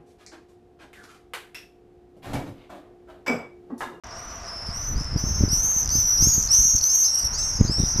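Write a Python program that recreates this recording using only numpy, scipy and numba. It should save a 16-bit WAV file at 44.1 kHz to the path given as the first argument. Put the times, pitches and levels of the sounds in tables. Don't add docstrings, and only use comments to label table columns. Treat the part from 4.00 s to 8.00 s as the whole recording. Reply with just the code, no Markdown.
import sys
import numpy as np
from scipy import signal
from scipy.fft import rfft, irfft
from scipy.io import wavfile
from scipy.ndimage import uniform_filter1d
from numba import njit

SR = 44100
rng = np.random.default_rng(int(sys.argv[2]) if len(sys.argv) > 2 else 0)


def makeup_ratio(level_db):
    decades = np.asarray(level_db, float) / 20
    return 10 ** decades


def materialize(psi):
    bounded = np.clip(np.atleast_2d(psi).T, -1, 1)
    quanta = np.round(bounded * 32767).astype(np.int16)
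    wavfile.write(sys.argv[1], SR, quanta)


N = 176400
T = np.arange(N) / SR

# (frequency [Hz], level [dB per Hz])
TOWN_SPECTRUM = [(35, -26), (60, 7), (135, -11.5), (263, -7), (380, -13), (690, -7.5), (780, -8),
                 (1210, -5.5), (4000, -28.5), (5200, -58), (8800, -120)]
# (frequency [Hz], width [Hz], level [dB])
CAR_HUM = [
    (683, 18, -50.5),
    (1175, 79, -50),
]
# (time [s], level [dB])
GUSTS = [(.04, -51.5), (.5, -45), (.8, -35), (1.25, -24.5), (1.33, -27), (1.44, -21), (1.65, -30),
         (1.73, -38), (1.95, -25.5), (2.12, -37), (2.251, -24.5), (2.55, -31.5), (2.75, -33), (2.92, -51),
         (3.34, -36), (3.54, -37.5), (3.62, -27), (4, -32.5)]
# (time [s], peak level [dB])
WIND_THUMPS = [(0.689, -26), (1.009, -23.5), (1.16, -13.5), (1.271, -24.5), (1.408, -13), (1.436, -6.5),
               (1.479, -19), (1.53, -18), (1.645, -29), (1.763, -28.5), (1.953, -19), (2.224, -16),
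               (2.27, -13), (2.379, -16), (2.749, -17), (3.61, -4), (3.649, -14), (3.696, -12.5),
               (3.714, -23), (3.783, -19), (3.801, -11.5), (3.835, -14), (3.959, -19.5), (3.997, -11.5)]
# (first chip [s], last chip [s], first pitch [Hz], gap [s], level [dB])
TRILL_RUNS = [(0.043, .075, 5880, 0.028, -41.5), (0.358, 0.49, 5900, 0.011, -40.5),
              (0.967, 1.06, 6000, 0.011, -34.5), (1.831, 1.913, 6050, 0.015, -23),
              (2.232, 2.32, 5630, 0.014, -25), (2.403, 2.475, 6470, 0.012, -19),
              (2.763, 2.86, 6200, 0.026, -15.5), (2.783, 2.86, 4540, 0.029, -25),
              (3.2, 3.015, 5950, .025, -18.5), (3.18, 3.234, 5060, 0.011, -29.5),
              (3.1, 4, 5880, 0.013, -30.5), (3.789, 3.865, 3870, .014, -41.5),
              (2.478, 2.504, 4500, 0.014, -33.5), (3.046, 3.087, 4270, .037, -30),
              (2.336, 2.34, 4440, 0.019, -30), (0.451, 0.452, 5070, 0.028, -39),
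              (3.647, 3.68, 4200, 0.013, -39.5), (3.394, 3.455, 4050, 0.033, -40),
              (3.146, 3.147, 4700, .02, -36), (2.96, 2.961, 4400, .02, -35), (0.67, .82, 5700, 0.029, -38),
              (1.865, 1.935, 4900, 0.013, -39), (3.755, 3.78, 4700, 0.019, -38),
              (3.967, 3.968, 3900, .02, -41), (1.487, 1.5, 4900, 0.014, -36), (2.79, 2.86, 5300, .021, -29),
              (2.63, 2.631, 4400, .012, -36), (2.29, 2.37, 4900, .016, -33)]
# (start [s], length [s], pitch after swoop [Hz], end pitch [Hz], level [dB])
FAR_SCREAMS = [(.03, .114, 6600, 5700, -55), (1.08, .1, 5450, 5250, -38), (1.2, .25, 5200, 5500, -39),
               (.67, .173, 5500, 5600, -42.5), (1.8, .167, 5600, 5100, -40), (3.47, .2, 6300, 6450, -35),
               (3.47, .2, 5300, 5350, -37), (3.78, .252, 5250, 5250, -37.5), (2, .34, 5350, 5450, -36),
               (3.25, .1, 5700, 5800, -34)]
LEVEL_SCREAMS = [
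    (.475, .22, 5150, 5350, -37.5),
]
FLAT_SCREAMS = [
    (3.322, .02, 6350, 6550, -26.5),
    (3.363, .13, 5900, 6300, -27.5),
    (.455, .012, 5850, 6000, -41),
]
TORN_SCREAMS = [
    (3.078, .2, 5490, 5797, -24),
    (3.362, .2, 5160, 5694, -29.5),
]
CLEAR_SCREAMS = [(.955, .15, 5150, 5330, -37), (1.16, .32, 5900, 6230, -31.5),
                 (1.895, 0.33, 6300, 5900, -22), (2.175, .22, 5700, 6600, -18.5),
                 (2.815, .25, 6050, 6380, -15.5), (3.04, 0.12, 5350, 5700, -22),
                 (1.51, .31, 5400, 6150, -28), (0.46, .03, 5300, 5500, -44), (1.94, .26, 5350, 5900, -29),
                 (2.415, .02, 5300, 5500, -37), (1.885, .03, 4600, 4700, -41.5),
                 (3.333, 0.023, 4750, 4800, -35), (2.52, .2, 5700, 5900, -20.5),
                 (1.17, .3, 5400, 5650, -37.5)]
SPLIT_SCREAMS = [
    (.105, 0.28, 5400, 5940, -43),
    (.7, 0.23, 5270, 6074, -34),
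    (1.485, .33, 5500, 6393, -24.5),
    (2.215, 0.23, 5280, 6030, -24.5),
    (2.885, .2, 5590, 5896, -21),
    (1.53, .28, 5390, 6094, -33.5),
]
HOARSE_SCREAMS = [
    (2.503, .26, 5850, 6450, -15),
    (2.485, .29, 5600, 5900, -21),
    (3.675, .34, 5053, 5805, -27.5),
    (3.72, 0.31, 5200, 6097, -31.5),
]
# (swoop depth [share], swoop time [s], half-pitch line [dB], octave [dB], roughness [0-1], buzz [0-1])
FAR_VOICE = (.03, .03, -40, -27, .5, .4)
LEVEL_VOICE = (.02, .008, -40, -22, .14, .6)
FLAT_VOICE = (.05, .01, -40, -32, .13, .45)
TORN_VOICE = (.11, .014, -15, -22, .27, .4)
CLEAR_VOICE = (.16, .013, -34, -21, .1, .4)
SPLIT_VOICE = (.15, .012, -21, -20, .12, .3)
HOARSE_VOICE = (.13, .018, -22, -27, .24, .4)


def unit(x):
    return x / np.sqrt(np.mean(x ** 2))


def band(x, hz, width):
    return signal.lfilter(*signal.iirpeak(hz, hz / width, fs=SR), x)


def low_pass(order, hz):
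    return signal.lfilter(*signal.butter(order, hz, fs=SR), rng.standard_normal(N))


def walk(rate, size=N):
    k = max(int(SR / rate), 1)
    smooth = uniform_filter1d(uniform_filter1d(rng.standard_normal(size), k), k)
    return smooth * np.sqrt(1.574 * k)


def add(out, start, x):
    i = max(int(start * SR), 0)
    out[i:i + len(x)] += x[:N - i]


def noise_band(hz, width):
    return unit(band(band(rng.standard_normal(N), hz, width), hz, width))


def traffic():
    out, swell = 0, walk(4.5)
    hz_points, db_points = np.array(TOWN_SPECTRUM).T
    for hz in 60 * 2 ** np.arange(0, 6.2, .5):
        density_db = np.interp(np.log(hz), np.log(hz_points), db_points)
        db = density_db + 10 * np.log10(hz) + .26 * swell + .96 * walk(24)
        out = out + makeup_ratio(db) * noise_band(hz, hz / 2)
    return makeup_ratio(-42) * unit(out)


def passing_car():
    hum = 0
    for hz, width, db in CAR_HUM:
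        hum = hum + makeup_ratio(db + 2 * walk(27)) * unit(band(rng.standard_normal(N), hz, width))
    fade_s = .79
    return hum / (1 + (T / fade_s) ** 6)


def hiss():
    return makeup_ratio(-60) * low_pass(4, 5000)


def far_flock():
    return makeup_ratio(-50 + 2 * walk(36)) * noise_band(5480, 1200)


def puff(hz):
    t = T[:6000] - 3000 / SR
    cycle = -(1.15 + 5 * hz * t) / (1 + (5 * hz * t) ** 2) ** 1.29
    return cycle + .34 * np.exp(-(2 * hz * t + .42) ** 2)


def wind():
    times, levels = np.array(GUSTS).T
    puff_hz, thump_hz, half_s = 58, 141, 3000 / SR
    out = np.zeros(N)
    puffs_per_s = 60
    for u, v, w, z in rng.random((rng.binomial(500, puffs_per_s / 125), 4)):
        s = 4 * u
        db = np.interp(s, times, levels) - 4 * (np.log(v + .016) + 1)
        octaves = 2.3 * (w - .5) + .05 * (db + 32)
        sign = 1 if z < .5 else -1
        add(out, s - half_s, sign * makeup_ratio(db) * puff(min(puff_hz * 2 ** octaves, thump_hz)))

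    buffet_db = -2.5 + np.interp(T, times, levels) + 4.7 * walk(22.6)
    out = out + makeup_ratio(buffet_db) * unit(low_pass(2, 69.5))

    shudder, shudder_s = unit(low_pass(2, 190)), .015
    for s, db in WIND_THUMPS:
        hz = thump_hz * 2 ** (.12 * rng.standard_normal())
        add(out, s - half_s + .0019, makeup_ratio(db + 3) * puff(hz))
        out = out + makeup_ratio(db - 15.5) * np.exp(-((T - s) / shudder_s) ** 2) * shudder
    return signal.lfilter(*signal.butter(1, 25, "high", fs=SR), out)


def whistle(phase, half_db, octave_db, pulse):
    low_line = makeup_ratio(-16) * np.sin(phase / 2)
    half_lines = np.sin(1.488 * phase) + .12 * np.sin(2.54 * phase) + low_line
    octave = makeup_ratio(octave_db) * pulse ** 2 * np.sin(2 * phase)
    return pulse * (np.sin(phase) + makeup_ratio(half_db) * half_lines) + octave


def trills():
    out, t = np.zeros(N), T[:600] - 300 / SR
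    for first, last, hz, gap, db in TRILL_RUNS:
        for s in np.arange(first, last + .002, max(gap, .01))[:12]:
            loud, shift, size = rng.standard_normal(3)
            wide = .0014 * (1 + .17 * size) * (gap / .0096) ** .37
            sag = 1 - .6 * (s - first)
            pitch = hz * sag * (1 - .12 * np.tanh(t / wide / 2))
            phase = 2 * np.pi * np.cumsum(pitch) / SR
            x = whistle(phase, -26 + 4 * shift, -22, np.exp(-(t / wide) ** 2))
            click = band(rng.standard_normal(600), hz, 3900)
            x = x + makeup_ratio(-12) * np.exp(-(2 * t / wide + 1) ** 2) * click
            upper = np.sin(1.164 * phase)
            x = x + makeup_ratio(-18.5 + 4 * size) * np.exp(-(1.4 * t / wide) ** 2) * upper
            add(out, s + t[0] + .001 * shift, makeup_ratio(db + 3 + 3 * np.tanh(loud)) * x)
    return out


def screams(rows, voice):
    out = np.zeros(N)
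    depth, swoop, half_db, octave_db, fresh, buzz = voice
    attack_s, release_s, longest = .004, .04, SR // 2
    for start, length, hz, end_hz, db in rows:
        t = T[:min(int((length + release_s) * SR), longest)]
        n = len(t)
        wander, jolt, shake, drift = (walk(r, longest)[:n] for r in (55, 750, 206, 24.1))
        air = rng.standard_normal(n)
        share = t / t[-1]
        grown = np.clip(t / (2 * swoop), 0, 1)
        rough = np.minimum(fresh * (.595 + 1.62 * share ** 2), .55)

        buzz_hz = 262 * (1 + .3 * rough * wander + .015 * drift + .03 * air[0])
        beat = 2 * np.pi * np.cumsum(buzz_hz) / SR

        glide = hz + (end_hz - hz) * np.sin(np.pi / 2 * np.clip(share / .6, 0, 1))
        bend = 1 - depth * np.exp(-t / swoop) - .045 * share ** 4
        pitch = glide * (bend + .003 * drift + .002 * wander)
        pitch = pitch + grown * (105 * np.cos(beat) + 500 * rough * np.tanh(jolt))
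        phase = 2 * np.pi * np.cumsum(pitch) / SR

        flutter_db = 10 * rough * np.tanh(shake) + .8 * drift + 1.5 * wander
        pulse = (1 + grown * buzz * np.cos(beat - 1.9)) * makeup_ratio(flutter_db)
        env = np.clip(t / attack_s, 0, 1) * (.36 + .64 * grown)
        env = env * np.clip((t[-1] - t) / release_s, 0, 1)
        env = env * makeup_ratio(2 * (np.sin(np.pi * share) - 1))

        line_db = half_db + 2 * drift + 2 * np.tanh(wander) + 2 * np.tanh(shake)
        line_db = line_db - 38 * share ** 3 - 12 * np.exp(-t / swoop)
        x = whistle(phase, line_db, octave_db + .29 * (db + 19), pulse)
        breath = makeup_ratio(-24) * pulse * band(air, 6550, 6500)
        add(out, start, makeup_ratio(db + 3) * env * (x + breath))
    return out


def house_echo(birds):
    t = T[:SR]
    t60_s, start_s = .3, .01
    tail = rng.standard_normal(SR) * makeup_ratio(-60 * t / t60_s) * np.clip(t / start_s - 1, 0, 1)
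    tail = signal.lfilter([1], [1, -.2], tail)
    echo = unit(signal.fftconvolve(birds, tail)[:N])
    return makeup_ratio(-10) * echo * np.sqrt(np.mean(birds ** 2))


def scene():
    background = traffic() + passing_car() + hiss() + far_flock() + wind()
    birds = trills()
    for rows, voice in [(FAR_SCREAMS, FAR_VOICE), (LEVEL_SCREAMS, LEVEL_VOICE), (FLAT_SCREAMS, FLAT_VOICE),
                        (TORN_SCREAMS, TORN_VOICE), (CLEAR_SCREAMS, CLEAR_VOICE),
                        (SPLIT_SCREAMS, SPLIT_VOICE), (HOARSE_SCREAMS, HOARSE_VOICE)]:
        birds = birds + screams(rows, voice)
    return (background + birds + house_echo(birds))[None]


@njit
def follow(x, up, down):
    e, y = 0., np.empty(len(x))
    for i in range(len(x)):
        e += (abs(x[i]) - e) * (up if abs(x[i]) > e else down)
        y[i] = e
    return y


def top_cut(x):
    return signal.sosfilt(signal.butter(12, 15800, fs=SR, output="sos"), x)


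def record(dry):
    hz = np.fft.rfftfreq(N, 1 / SR)
    top_hz, stop_db = 14100, 12
    dry = irfft(rfft(dry) * makeup_ratio(-stop_db / (1 + np.exp((top_hz - hz) / 150))), N)
    attack_s, release_s, threshold_db, ratio = .11, .14, -20.5, 4.5
    level = follow(dry[0], 1 / (attack_s * SR), 1 / (release_s * SR))
    gain = np.minimum(makeup_ratio(threshold_db) / (level + 1e-9), 1) ** (1 - 1 / ratio)
    mix = np.clip(dry * gain, -1, 1) * (T > .0365)
    return top_cut(mix)


dry = scene()
out = record(dry)
materialize(out)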